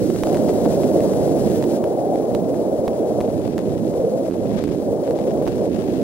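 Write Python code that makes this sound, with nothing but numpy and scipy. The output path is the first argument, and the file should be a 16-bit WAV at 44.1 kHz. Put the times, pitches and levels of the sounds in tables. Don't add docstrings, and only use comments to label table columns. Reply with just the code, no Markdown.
import sys
import numpy as np
from scipy import signal
from scipy.fft import rfft, irfft, next_fast_len
from scipy.io import wavfile
from scipy.ndimage import uniform_filter1d

SR = 44100
rng = np.random.default_rng(int(sys.argv[2]) if len(sys.argv) > 2 else 0)


def materialize(psi):
    bounded = np.clip(np.atleast_2d(psi).T, -1, 1)
    quanta = np.round(bounded * 32767).astype(np.int16)
    wavfile.write(sys.argv[1], SR, quanta)


N = 265909
TIME_S = np.arange(N) / SR


def amp(db):
    return 10 ** (np.asarray(db) / 20)


def over_hz(rows, hz):
    row_hz, *columns = np.transpose(rows)
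    return [np.interp(np.log(hz + 1), np.log(row_hz + 1), column) for column in columns]


def over_time(rows, t):
    row_s, *columns = np.transpose(rows)
    return [np.interp(t, row_s, column) for column in columns]


def wander(rate_hz, stride=32):
    coarse = np.arange(next_fast_len(N // stride + 2)) * stride
    hz = np.fft.rfftfreq(len(coarse), stride / SR)
    spectrum = rfft(rng.standard_normal(len(coarse)))
    wobble = irfft(spectrum / (1 + (hz / rate_hz) ** 4), len(coarse))
    return np.interp(np.arange(N), coarse, wobble / wobble.std())


def stereo_noise(loudness_db, stereo):
    frames = dict(fs=SR, nperseg=1024, noverlap=768)
    white = rng.standard_normal((2, N)) * np.sqrt(SR / 2)
    hz, t, (shared, separate) = signal.stft(white, **frames)
    balance_db, likeness, lead_rad = over_hz(stereo, hz[:, None])
    left = shared * amp(balance_db)
    right = (likeness * shared + np.sqrt(1 - likeness ** 2) * separate) * np.exp(1j * lead_rad)
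    pair = np.array([left, right]) / np.sqrt((1 + amp(balance_db) ** 2) / 2)
    return signal.istft(pair * amp(loudness_db(hz[:, None], t)), **frames)[1][:, :N]


def early(step_s=1.777, fade_s=0.023):
    return np.clip(.5 + (step_s - TIME_S) / fade_s, 0, 1)


def snap(clicks, relax_hz, soft_hz):
    hold, soft = np.exp(-2 * np.pi * np.array([relax_hz, soft_hz]) / SR)
    jumps = signal.lfilter([1], [1, -hold], clicks)
    return signal.lfilter([1 - soft], [1, -soft], jumps)


def soft_pulse(clicks, hz, half_s, balance_db):
    t = np.arange(-600, 601) / SR
    shape = np.exp(-(t / half_s) ** 2) * np.cos(2 * np.pi * hz * t)
    return np.outer(amp([balance_db / 2, -balance_db / 2]), signal.oaconvolve(clicks, shape, "same"))


# pitch_hz, level_db
HISS_TONE = [(300, -81), (1500, -85.5), (2500, -91.5), (4000, -88), (7000, -88), (10500, -88), (12500, -90),
             (15500, -95)]
# pitch_hz, left_over_right_db, likeness (0 to 1), right_lead_rad
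HISS_STEREO = [(1500, 14.5, 0, 0.9), (2460, 12, 0, 3.6), (3930, 6.5, 0.97, 4.31), (7000, 4.5, 0.6, 3.4),
               (15000, 3.5, 0.77, 3)]


def tape_hiss(level_db=-0.37, early_db=7, flicker_db=1.25):
    noise = stereo_noise(lambda hz, t: over_hz(HISS_TONE, hz)[0], HISS_STEREO)
    return noise * amp(level_db + early_db * early() + flicker_db * wander(24))


# early_boost_db, left_over_right_db, flutter_db, throb_db
WHISTLE_TRAITS = [(4, 8, 2, 3), (7.5, 9, 3.5, 3)]
# time_s, lower_db, upper_db
WHISTLE_SWELLS = [(0, -65, -65.5), (.35, -58.5, -63.5), (.6, -64, -64.5), (.9, -57, -64.5),
                  (1.3, -55.5, -65.5), (1.7, -60, -61), (2.05, -56, -61.5), (2.5, -60, -62),
                  (3.05, -57, -63), (3.55, -64, -72), (4.15, -59, -68), (4.5, -64, -69.5), (5.0, -62, -65),
                  (5.4, -62, -63), (6.03, -66, -68)]


def whistles(pitches_hz=(11181, 15734), drift_hz=1.0, throb_hz=10):
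    out = np.zeros((2, N))
    throb = np.sin(2 * np.pi * np.cumsum(throb_hz + wander(5.6)) / SR)
    for hz, swell_db, traits in zip(pitches_hz, over_time(WHISTLE_SWELLS, TIME_S), WHISTLE_TRAITS):
        early_db, balance_db, flutter_db, throb_db = traits
        tone = np.sqrt(2) * np.sin(2 * np.pi * np.cumsum(hz + drift_hz * wander(8)) / SR)
        tone *= amp(swell_db + early_db * early() + flutter_db * wander(45) + throb_db * throb)
        out += np.outer([amp(balance_db / 2), -amp(-balance_db / 2)], tone)
    return out


# middle_s, half_length_s, peak_pops_per_s
CRACKLE_FLURRIES = [(3.28, 0.054, 330), (3.445, 0.054, 850), (3.6, 0.087, 520), (3.733, 0.05, 430),
                    (4.451, 0.33, 260), (4.582, 0.058, 2000), (4.722, 0.024, 1200), (5.064, 0.032, 450),
                    (5.194, 0.04, 750), (5.29, 0.027, 650), (5.5, 0.068, 950), (5.877, 0.22, 950)]


def crackle(level_db=-30, early_db=7, spread_db=3, right_db=-17.5, stray_per_s=40):
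    chance, size, sign = rng.random((3, N))
    flurries = sum(rate * np.exp(-((TIME_S - s) / half) ** 2) for s, half, rate in CRACKLE_FLURRIES)
    pops_per_s = (stray_per_s + flurries) * amp(3 * wander(25))
    size_db = spread_db * np.minimum(-np.log(1 - size), 3)
    clicks = (chance < pops_per_s / SR) * np.sign(sign - .5)
    clicks *= amp(level_db + early_db * early() + size_db)
    pops = signal.lfilter(*signal.butter(2, 8000, fs=SR), snap(clicks, relax_hz=2880, soft_hz=7300))
    return np.outer([1, -amp(right_db)], pops)


# pitch_hz, level_db, ring_s (time to fade by 60 dB)
KNOCK_NOTES = [(710, -10, 0.026), (873, -20, 0.025), (1100, -34.5, 0.024)]
# start_s, level_db, left_over_right_db, extra_knock_db
SINGLE_TICKS = [(0.102, -29.5, 22, -10), (0.1612, -25, -1, -5), (0.2358, -15, -9, -4), (0.271, -21, -4, 1),
                (0.3455, -19, 2, -8), (0.353, -24, 4, -4), (0.371, -20.5, -4, -5), (0.486, -25, 5, 5),
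                (0.4928, -25, 6, 8), (0.6555, -32.5, 6, 16), (0.66, -30, 4, 14), (0.8347, -25, -8, 5),
                (1.0057, -23, -4, -2), (1.136, -30, -18, -3), (1.6259, -24, -12, -2), (1.6404, -23.5, -9, 2),
                (1.841, -21.5, 2, 4), (2.158, -33.5, 20, -6), (2.3476, -32, 8, 8), (2.35, -21.5, -15, -4),
                (2.544, -34, 19, -3), (2.8792, -20.5, -5, 5), (2.8819, -24.5, -9, -15),
                (3.2058, -24.5, 3, 7), (3.211, -22.5, 5, -6), (3.452, -36, 17, 4), (3.4779, -32, 22, -3),
                (3.5807, -19, -9, -5), (3.591, -27, 15, -1), (3.939, -33, 16, -7), (4.264, -35, 16, -1),
                (4.3015, -34, 10, 2), (4.311, -31.5, -9, -2), (4.3242, -34, 13, -3), (4.341, -36, 14, 0),
                (4.591, -30, 17, -1), (4.64, -20.5, 7, -5), (4.6733, -33, 14, -2), (4.679, -31, 14, 1),
                (4.6904, -29, 12, -1), (4.719, -35, 13, 3), (5.077, -32.5, 14, 7), (5.1093, -29.5, 19, -8),
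                (5.189, -26, -2, 0), (5.273, -38, 15, -3), (5.309, -35, 15, -2), (5.424, -35, 16, -3),
                (5.4674, -33, 20, 8.5), (5.4765, -25, -18, 0), (5.482, -25, -11, -5), (5.764, -32.5, 18, -7),
                (5.7915, -33, 14, -3)]


def ticks(boost_db=3, knock_db=4.5, grit_db=-22, grit_s=0.0025, thud_db=-19, samples=1600):
    clicks, knocks = np.zeros((2, 2, N + samples))
    t = np.arange(samples) / SR
    ring = sum(amp(db - 60 * t / ring_s) * np.sin(2 * np.pi * hz * t) for hz, db, ring_s in KNOCK_NOTES)
    for start_s, level_db, balance_db, extra_knock_db in SINGLE_TICKS:
        start = round(start_s * SR)
        sides = amp(boost_db + level_db + np.array([balance_db, -balance_db]) / 2)
        burst = (t == 0) + amp(grit_db) * np.exp(-t / grit_s) * rng.standard_normal(samples)
        clicks[:, start:start + samples] += np.outer(sides, burst)
        knocks[:, start:start + samples] += np.outer(sides, amp(knock_db + extra_knock_db) * ring)
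    thud = amp(thud_db) * snap(clicks, relax_hz=200, soft_hz=1160)
    return (snap(clicks, relax_hz=320, soft_hz=12200) + thud + knocks)[:, :N]


# time_s, peak_db
SOFT_THUMPS = [(0.585, -9), (0.6775, -3.5), (0.964, -12), (1.091, -17), (1.245, -12), (1.278, -11),
               (2.102, -11), (2.595, -10.5), (3.173, -14), (4.285, -11.5), (4.931, -14), (5.285, -14),
               (5.416, -9)]


def soft_thumps():
    clicks = np.zeros(N)
    for time_s, peak_db in SOFT_THUMPS:
        clicks[round(time_s * SR)] = amp(peak_db)
    return soft_pulse(clicks, hz=520, half_s=0.0017, balance_db=3)


# middle_s, depth_db, half_length_s
WIND_SAGS = [(3.52, 4.5, 0.049), (4.319, 22, 0.018), (4.387, 7, 0.015), (4.658, 12, 0.039),
             (4.776, 9, 0.011), (5.703, 11.5, 0.019)]


def sags():
    return -sum(db * np.exp(-((TIME_S - s) / half) ** 2) for s, db, half in WIND_SAGS)


def sputter(sag_db, level_db=-12.5, puffs_per_s=85, edge_db=-36):
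    count = np.cumsum(puffs_per_s * np.exp(.35 * wander(60))) / SR
    pushes = np.diff(np.floor(count), prepend=0)
    pushes *= rng.choice([-1, 1], N) * amp(0.2 * rng.standard_normal(N))
    pushes *= np.sqrt(np.clip(1 - amp(sag_db) ** 2, 0, 1))
    puffs = soft_pulse(pushes, hz=312, half_s=0.0018, balance_db=-8.5)
    edges = np.outer([1, -amp(-12)], snap(pushes, relax_hz=900, soft_hz=7000))
    return amp(level_db) * puffs + amp(edge_db) * edges


# middle_s, half_length_s, pitch_hz, half_width_hz, level_db
WIND_MOANS = [(2.1, 0.14, 416, 20, -40.5), (2.06, 0.25, 740, 63, -47), (4.06, 0.16, 494, 42, -39.5),
              (4.197, 0.084, 648, 46, -42), (5.1, 0.037, 485, 37, -35.5)]


def moans(hz, t, rise_hz_per_s=39):
    return sum(amp(db) * np.exp(-((t - s) / half) ** 2)
               * np.exp(-((hz - pitch - rise_hz_per_s * (t - s)) / width) ** 2)
               for s, half, pitch, width, db in WIND_MOANS)


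# pitch_hz, relative_db
BUFFET_TONE = [(10, -34), (25, -43), (45, -71), (70, -23.5), (110, -22), (150, -20.5), (230, -18.5),
               (1000, -100)]
# time_s, relative_db
BUFFET_SWELLS = [(0, 3.5), (.2, 0.5), (.4, 2.5), (1.4, 5), (1.68, 3), (1.8, -3.5), (2.25, -2.5),
                 (2.45, 0.5), (2.7, -2), (3.1, -1), (3.5, 2.5), (3.95, 1.5), (4.13, -3), (4.35, -2),
                 (4.58, 6), (5.0, -2.5), (5.3, 1), (6.03, 4)]


def buffeting(hz, t, level_db=-31, lump_db=0.5):
    lumps = np.interp(t, TIME_S, wander(6))
    swell_db = over_time(BUFFET_SWELLS, t)[0]
    return amp(level_db + swell_db + lump_db * lumps + over_hz(BUFFET_TONE, hz)[0])


# pitch_hz, relative_db
RUSH_TONE = [(60, -72), (130, -37), (190, -28.5), (280, -23.5), (370, -24), (480, -31.5), (1200, -77.5)]
# time_s, relative_db
RUSH_SWELLS = [(0, 5.5), (.2, 0), (.35, 7.5), (.8, 6.5), (1.1, 4.5), (1.5, 4), (1.72, 5), (1.85, 0),
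               (2.6, 0.5), (3.5, -2.2), (3.95, -1), (4.2, -3.5), (4.6, -1.5), (5.7, -0.5), (6.03, 4)]


def low_rush(hz, t, gust_db, level_db=-24, thinning=0.38):
    swell_db = over_time(RUSH_SWELLS, t)[0]
    return amp(level_db - thinning * gust_db + swell_db + over_hz(RUSH_TONE, hz)[0])


# pitch_hz, relative_db
ROAR_TONE = [(150, -69), (330, -29.5), (440, -27), (540, -24), (640, -25), (780, -34), (950, -43.5),
             (1200, -53.5), (1600, -66), (3000, -88), (8000, -107)]


def roar(hz, t, gust_db, level_db=-24, swelling=0.84, edge_hz=830.6, sink_hz_per_s=5.4, blotch_db=0.32):
    tone_db = over_hz(ROAR_TONE, hz * 875 / (edge_hz - sink_hz_per_s * t))[0]
    specks = rng.standard_normal((len(hz), len(t)))
    blotches = uniform_filter1d(uniform_filter1d(specks, 3, 0), 16, 1)
    return amp(level_db + swelling * gust_db + blotch_db * blotches / blotches.std() + tone_db)


# time_s, strength_db
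GUSTS = [(0, -5), (0.2, -7.5), (0.29, 5.5), (0.48, 4.5), (0.67, 5), (0.88, 3.5), (1.05, 6), (1.4, 4),
         (1.53, -1), (1.7, 2.5), (2.08, 3), (2.55, 1.7), (2.78, 2.5), (3.19, 4.5), (3.35, -1), (3.52, 0),
         (3.85, -4), (3.96, 2), (4.285, -0.5), (4.32, -0.5), (4.48, 1.5), (4.75, -3), (4.98, 2.5),
         (5.13, 2.9), (5.41, 3.5), (5.48, -2.5), (5.65, 4.5), (5.75, -2), (6.03, -2)]
# pitch_hz, left_over_right_db, likeness (0 to 1), right_lead_rad
WIND_STEREO = [(22, -5.3, .25, -3.6), (45, -7.5, .4, -2.9), (70, -7.4, .85, -2.4), (110, -8.9, .88, -1.9),
               (180, -10, .89, -.9), (280, -7, .95, 0), (400, -2.8, .965, .4), (540, .7, .97, .5),
               (780, 6.3, .9, .5), (950, 9, .75, .8), (1400, 9, .55, 1.1)]


def wind(flutter_db=0.73, flutter_hz=50):
    def loudness_db(hz, t):
        gust_db = over_time(GUSTS, t)[0]
        parts = buffeting(hz, t), roar(hz, t, gust_db), low_rush(hz, t, gust_db), moans(hz, t)
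        return 10 * np.log10(sum(part ** 2 for part in parts))
    noise = stereo_noise(loudness_db, WIND_STEREO)
    return noise * amp(flutter_db * wander(flutter_hz))


def scene():
    sag_db = sags()
    background = tape_hiss() * amp(0.27 * sag_db) + whistles() * amp(0.6 * sag_db)
    return background + wind() * amp(sag_db) + sputter(sag_db) + soft_thumps() + ticks() + crackle()


def record(dry, bottom_hz=15, top_hz=15950):
    dry = signal.lfilter(*signal.butter(1, bottom_hz, "high", fs=SR), dry)
    treble_cut = signal.firwin(1023, top_hz, window=("kaiser", 9), fs=SR)
    return signal.oaconvolve(dry, treble_cut[None], "same")


dry = scene()
out = record(dry)
materialize(out)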